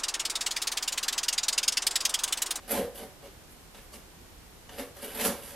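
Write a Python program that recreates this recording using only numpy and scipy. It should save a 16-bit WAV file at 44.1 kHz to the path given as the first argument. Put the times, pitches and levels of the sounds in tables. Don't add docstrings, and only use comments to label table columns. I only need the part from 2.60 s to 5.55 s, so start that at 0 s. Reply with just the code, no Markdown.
import sys
import numpy as np
from scipy import signal
from scipy.fft import rfft, irfft
from scipy.io import wavfile
from scipy.ndimage import uniform_filter1d

SR = 44100
rng = np.random.default_rng(int(sys.argv[2]) if len(sys.argv) > 2 else 0)


def dump(signal):
    limited = np.clip(np.atleast_2d(signal).T, -1, 1)
    pcm = np.round(limited * 32767).astype(np.int16)
    wavfile.write(sys.argv[1], SR, pcm)


N = 130095
TIME = np.arange(N) / SR
RELEASE_S = 0.012
HIT_GAIN = np.sqrt(0.0088 * SR)

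# frequency in Hz, level in dB.
TAPE_TONE = [(500, -31), (3000, -26.5), (5500, -16.5), (7500, -10.5), (9300, -4.5), (10900, -1),
             (12200, 0.5), (13300, -12), (14300, -1.5)]


def amp(db):
    return 10 ** (np.asarray(db) / 20)


def unit(x):
    return x / np.sqrt(np.mean(x ** 2) + 1e-20)


def unit_energy(x):
    return x / np.sqrt(np.sum(x ** 2, -1, keepdims=True) + 1e-20)


def curve(points, hz):
    f, value = np.transpose(points)
    return np.interp(np.log(hz + 1), np.log(f + 1), value)


def add(mix, s, sound):
    part = mix[max(round(s * SR), 0):][:len(sound)]
    part += sound[:len(part)]


def through(x, response):
    return signal.fftconvolve(x, response)[:len(x)]


def colour(points, size=2048):
    log_gain = np.log(amp(curve(points, abs(np.fft.fftfreq(size, 1 / SR)))))
    spectrum = np.exp(np.conj(signal.hilbert(log_gain)))
    return unit_energy(np.fft.ifft(spectrum).real[:size // 2])


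def mode(hz, t60):
    t = np.arange(SR // 2) / SR
    return np.sin(2 * np.pi * hz * t) * np.exp(-np.log(1000) * t / t60)


def paired(spectra, likeness):
    likeness = np.clip(likeness, -1, 1)
    mid = np.sqrt((1 + likeness) / 2) * spectra[0]
    side = np.sqrt((1 - likeness) / 2) * spectra[1]
    return np.array([mid + side, mid - side])


def envelope(start, rise, length):
    release = np.exp(-np.maximum(TIME - start - length, 0) / RELEASE_S)
    return np.clip((TIME - start) / rise, 0, 1) * release


def room(x, wet_db, pan_db, early_db=1.5):
    # frequency in Hz, seconds to fall 60 dB.
    decay = [(150, 1), (500, 0.61), (2000, 0.32), (6000, 0.29), (14000, 0.35)]
    # frequency in Hz, left-right correlation.
    likeness = [(100, 0.08), (600, 1), (1500, 0.99), (3000, 1), (6000, 0.5), (9000, 0.38), (14000, -0.28)]
    hz, t, noise = signal.stft(rng.standard_normal((2, SR // 2)), SR, nperseg=256)
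    noise = paired(noise, curve(likeness, hz)[:, None])
    tail = np.exp(-np.log(1000) * t / curve(decay, hz)[:, None])
    early = amp(early_db) * np.exp(-t / 0.0053)
    response = amp(wet_db) * unit_energy(signal.istft(noise * (tail + early), SR, nperseg=256)[1])
    response[:, 0] += 1
    return amp([[pan_db], [-pan_db]]) * np.array([through(x, side) for side in unit_energy(response)])


def moving(x, wet_db, pan_db, early_db=1.5, count=7, step_s=0.05):
    distances = [abs((TIME / step_s - k) % count - count / 2) for k in range(count)]
    fades = [np.cos(np.pi / 2 * np.minimum(d, 1)) for d in distances]
    return sum(room(x * fade, wet_db, pan_db, early_db) for fade in fades)


def room_tone(level_db=-51, pan_db=-0.5):
    # frequency in Hz, relative level in dB.
    tone = [(12, -45), (20, -7), (48, 0), (77, -3), (122, -9.5), (156, -9), (195, -10.5), (443, -13),
            (668, -17), (745, -14.5), (809, -16.5), (1220, -19), (14000, -27.5)]
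    # frequency in Hz, left-right correlation.
    likeness = [(60, 0.77), (180, 0.65), (530, 0.33), (1580, 0.18), (4710, 0), (14000, 0.17)]
    hz = np.fft.rfftfreq(N, 1 / SR)
    noise = paired(rfft(rng.standard_normal((2, N))), curve(likeness, hz))
    return amp(level_db) * amp([[pan_db], [-pan_db]]) * unit(irfft(noise * amp(curve(tone, hz)), N))


def fibres(snaps_per_s=1900, spread_db=4.5, rub_gain=0.38, bunch_hz=123, bunch_db=0.5):
    sizes = amp(spread_db * np.minimum(rng.exponential(1, N), 4))
    snaps = sizes * rng.choice([-1, 1], N) * (rng.random(N) < snaps_per_s / SR)
    hz = np.fft.rfftfreq(N, 1 / SR)
    bunches = unit(irfft(rfft(rng.standard_normal(N)) / (1 + (hz / bunch_hz) ** 4), N))
    grain = (unit(snaps) + rub_gain * rng.standard_normal(N)) * amp(bunch_db * bunches)
    return grain / np.sqrt(uniform_filter1d(grain ** 2, size=900) + 1e-9)


def blade_strokes():
    # start, rise and length in seconds, then drumming, rasp and hiss levels in dB.
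    strokes = [ (0.007, 0.016, 0.065, -58, -59.5, -70), (0.07, 0.026, 0.044, -40, -40.5, -35),
               (0.103, 0.0095, 0.014, -32, -34, -23.5), (0.119, 0.017, 0.072, -32, -38, -34.5),
               (0.176, 0.035, 0.05, -40, -51, -50), (0.204, .01, 0.049, -56, -52.5, -59),
               (0.332, 0.028, 0.055, -48.5, -51.5, -42), (0.369, 0.012, 0.069, -42.5, -50.5, -47.5),
               (0.612, 0.013, 0.062, -50.5, -56.5, -56), (0.89, .02, 0.035, -89, -69, -52.5),
               (1.146, 0.014, 0.042, -59.5, -56, -55), (1.198, 0.018, 0.044, -79, -66, -56),
               (1.316, .01, 0.044, -49, -54, -49.5), (2.106, .012, .064, -50.5, -52.5, -51),
               (2.17, 0.02, 0.024, -34.5, -38.5, -36.5), (2.195, 0.0057, 0.031, -49, -49.5, -43.5),
               (2.346, 0.016, 0.052, -52.5, -51, -47.5), (2.408, 0.01, 0.046, -43, -44, -37.5),
               (2.453, 0.023, 0.081, -48, -48.5, -44), (2.533, 0.018, 0.055, -42, -42, -36),
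               (2.587, .011, 0.034, -32, -33.5, -29.5), (2.63, 0.017, 0.03, -29, -30.5, -22.5),
               (2.676, 0.0074, 0.046, -38.5, -45, -54), (2.726, .01, .055, -52, -51, -60),
               (2.76, 0.027, 0.073, -65, -59, -48.5), (2.816, 0.0087, 0.093, -57, -51.5, -44.5),
               (2.905, 0.028, 0.06, -48, -51, -52)]
    power = np.zeros((3, N))
    for start, rise, length, *levels_db in strokes:
        power += (amp(levels_db)[:, None] * envelope(start, rise, length)) ** 2
    return np.sqrt(power) * fibres()


def box_response():
    pitches = [186, 229, 268, 339, 394, 438, 493, 549, 574, 691, 757, 855]
    # relative level in dB, seconds to fall 60 dB.
    rings = [(-7, 0.23), (-1, 0.18), (1, 0.2), (-11, 0.053), (-3.5, 0.25), (0.5, 0.2), (-6, 0.32),
             (2.5, 0.17), (-9, 0.45), (-7.5, 0.24), (-5.5, 0.23), (-5, 0.22)]
    # frequency in Hz, level in dB.
    panel_tone = [(40, -65), (130, -26.5), (210, -8.5), (320, -8), (520, 2), (700, -4.5), (1000, -7.5),
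                  (1800, -30.5), (6000, -73)]
    ring = sum((-1) ** k * amp(db) * mode(hz, t60)
               for k, (hz, (db, t60)) in enumerate(zip(pitches, rings)))
    panel = np.zeros(len(ring))
    add(panel, 0, colour(panel_tone))
    both = amp(0.5) * unit_energy(ring) + amp(-0.5) * room(panel, wet_db=-8, pan_db=-0.46)
    return unit_energy(both.ravel()).reshape(both.shape) * np.sqrt(2)


def rasp(drive):
    # frequency in Hz, level in dB.
    tone = [(100, -38), (500, -8), (900, -1), (1350, 0), (1800, 0), (2400, -2), (3000, -1.5), (4000, -5),
            (7000, -10), (14000, -20)]
    return moving(through(drive, colour(tone)), wet_db=6.5, pan_db=-0.33)


def hiss(drive):
    return moving(through(drive, colour(TAPE_TONE)), wet_db=10, pan_db=-1.85, early_db=6.5)


def tape_pops(decay_s=0.0006):
    # time in seconds, level in dB.
    pops = [(.1098, -33), (.118, -24), (2.6442, -38), (2.6598, -35)]
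    cracks, t = np.zeros(N), np.arange(300) / SR
    for start, db in pops:
        burst = rng.standard_normal(len(t)) * np.exp(-t / decay_s)
        add(cracks, start, amp(db) * unit_energy(through(burst, colour(TAPE_TONE))))
    return room(HIT_GAIN * cracks, wet_db=-2, pan_db=0.8)


def blade_knocks(box, tick_ms=6.8):
    # time in seconds, thud level in dB, tick level in dB, contact in milliseconds.
    knocks = [ (0.119, -30.5, -52, 0.9), (.173, -37, -42, 0.95), (0.186, -32, -59, 2.9),
              (0.423, -41.5, -61, 0.3), (.655, -51.5, -54.5, 0.52), (1.1464, -51.5, -48, 0.32),
              (1.179, -56, -52, 0.49), (1.334, -63, -47.5, 0.32), (1.356, -51, -66, 1.1),
              (2.092, -50, -45.5, 0.1), (2.1966, -36.5, -41, 0.37), (2.444, -49, -50, 1.8),
              (2.612, -38, -40, 0.16), (2.644, -46, -55, 0.25), (2.679, -28.5, -53, 2.5),
              (2.690, -41, -49, 2.4), (2.704, -32, -55, 0.62)]
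    thuds, ticks = np.zeros((2, N))
    t_ms = np.arange(400) * 1000 / SR
    for start, thud_db, tick_db, contact_ms in knocks:
        force = t_ms * np.exp(-2 * t_ms / contact_ms)
        add(thuds, start, amp(thud_db) * force / np.linalg.norm(through(box.mean(0), force)))
        tick = rng.standard_normal(len(t_ms)) * np.exp(-t_ms / tick_ms)
        add(ticks, start, amp(tick_db) * unit_energy(tick))
    return HIT_GAIN * thuds, HIT_GAIN * ticks


def paper_tears(rise_s=0.012):
    # start in seconds, length in seconds, level in dB.
    tears = [(0.12, 0.0089, -47), (0.344, 0.027, -53.5), (1.318, 0.029, -47.5), (2.599, 0.037, -36.5),
             (2.636, 0.047, -31.5), (2.828, .11, -52)]
    # frequency in Hz, level in dB.
    tone = [(1000, -24), (3000, -10), (4200, -5.5), (6000, -3), (8500, -5), (11000, -2.5), (14000, -6)]
    level = sum(amp(db) * envelope(start, rise_s, length) for start, length, db in tears)
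    return moving(through(level * fibres(), colour(tone)), wet_db=8.5, pan_db=-1.7)


def lid_judder():
    # time in seconds, level in dB.
    slips = [(.13, -33), (0.1949, -27), (.210, -28), (0.2283, -30), (.2475, -30.5), (.258, -39),
             (.277, -33.5), (.296, -41), (2.2, -38), (2.246, -71), (2.275, -42)]
    clack = mode(hz=513, t60=0.056)
    ring = amp(-10) * mode(hz=482, t60=0.36)
    judder = np.zeros(N)
    for start, db in slips:
        add(judder, start, amp(db) * (clack + ring))
    return judder


def wall_puffs():
    # start in seconds, length in seconds, level in dB.
    flexes = [(0.13, 0.15, -47), (2.646, 0.078, -47)]
    # frequency in Hz, level in dB.
    tone = [(30, -10), (55, -7), (78, -1), (110, -15), (170, -4.5), (260, -20), (500, -32)]
    level = sum(amp(db) * np.sin(np.pi * np.clip((TIME - start) / length, 0, 1))
                for start, length, db in flexes)
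    return level * unit(through(rng.standard_normal(N), colour(tone, size=8192)))


def scene():
    drumming, snapping, rubbing = blade_strokes()
    box = box_response()
    thuds, ticks = blade_knocks(box)
    body = np.array([through(drumming + thuds, side) for side in box]) + lid_judder()
    low_cut = signal.butter(4, 159, "high", fs=SR, output="sos")
    cutting = signal.sosfilt(low_cut, body) + rasp(snapping + ticks) + hiss(rubbing)
    return cutting + paper_tears() + tape_pops() + wall_puffs() + room_tone()


def record(dry):
    high_cut = signal.firwin(601, cutoff=14270, window=("kaiser", 9), fs=SR)
    return signal.oaconvolve(dry, high_cut[None], "same")


dry = scene()
out = record(dry)
dump(out)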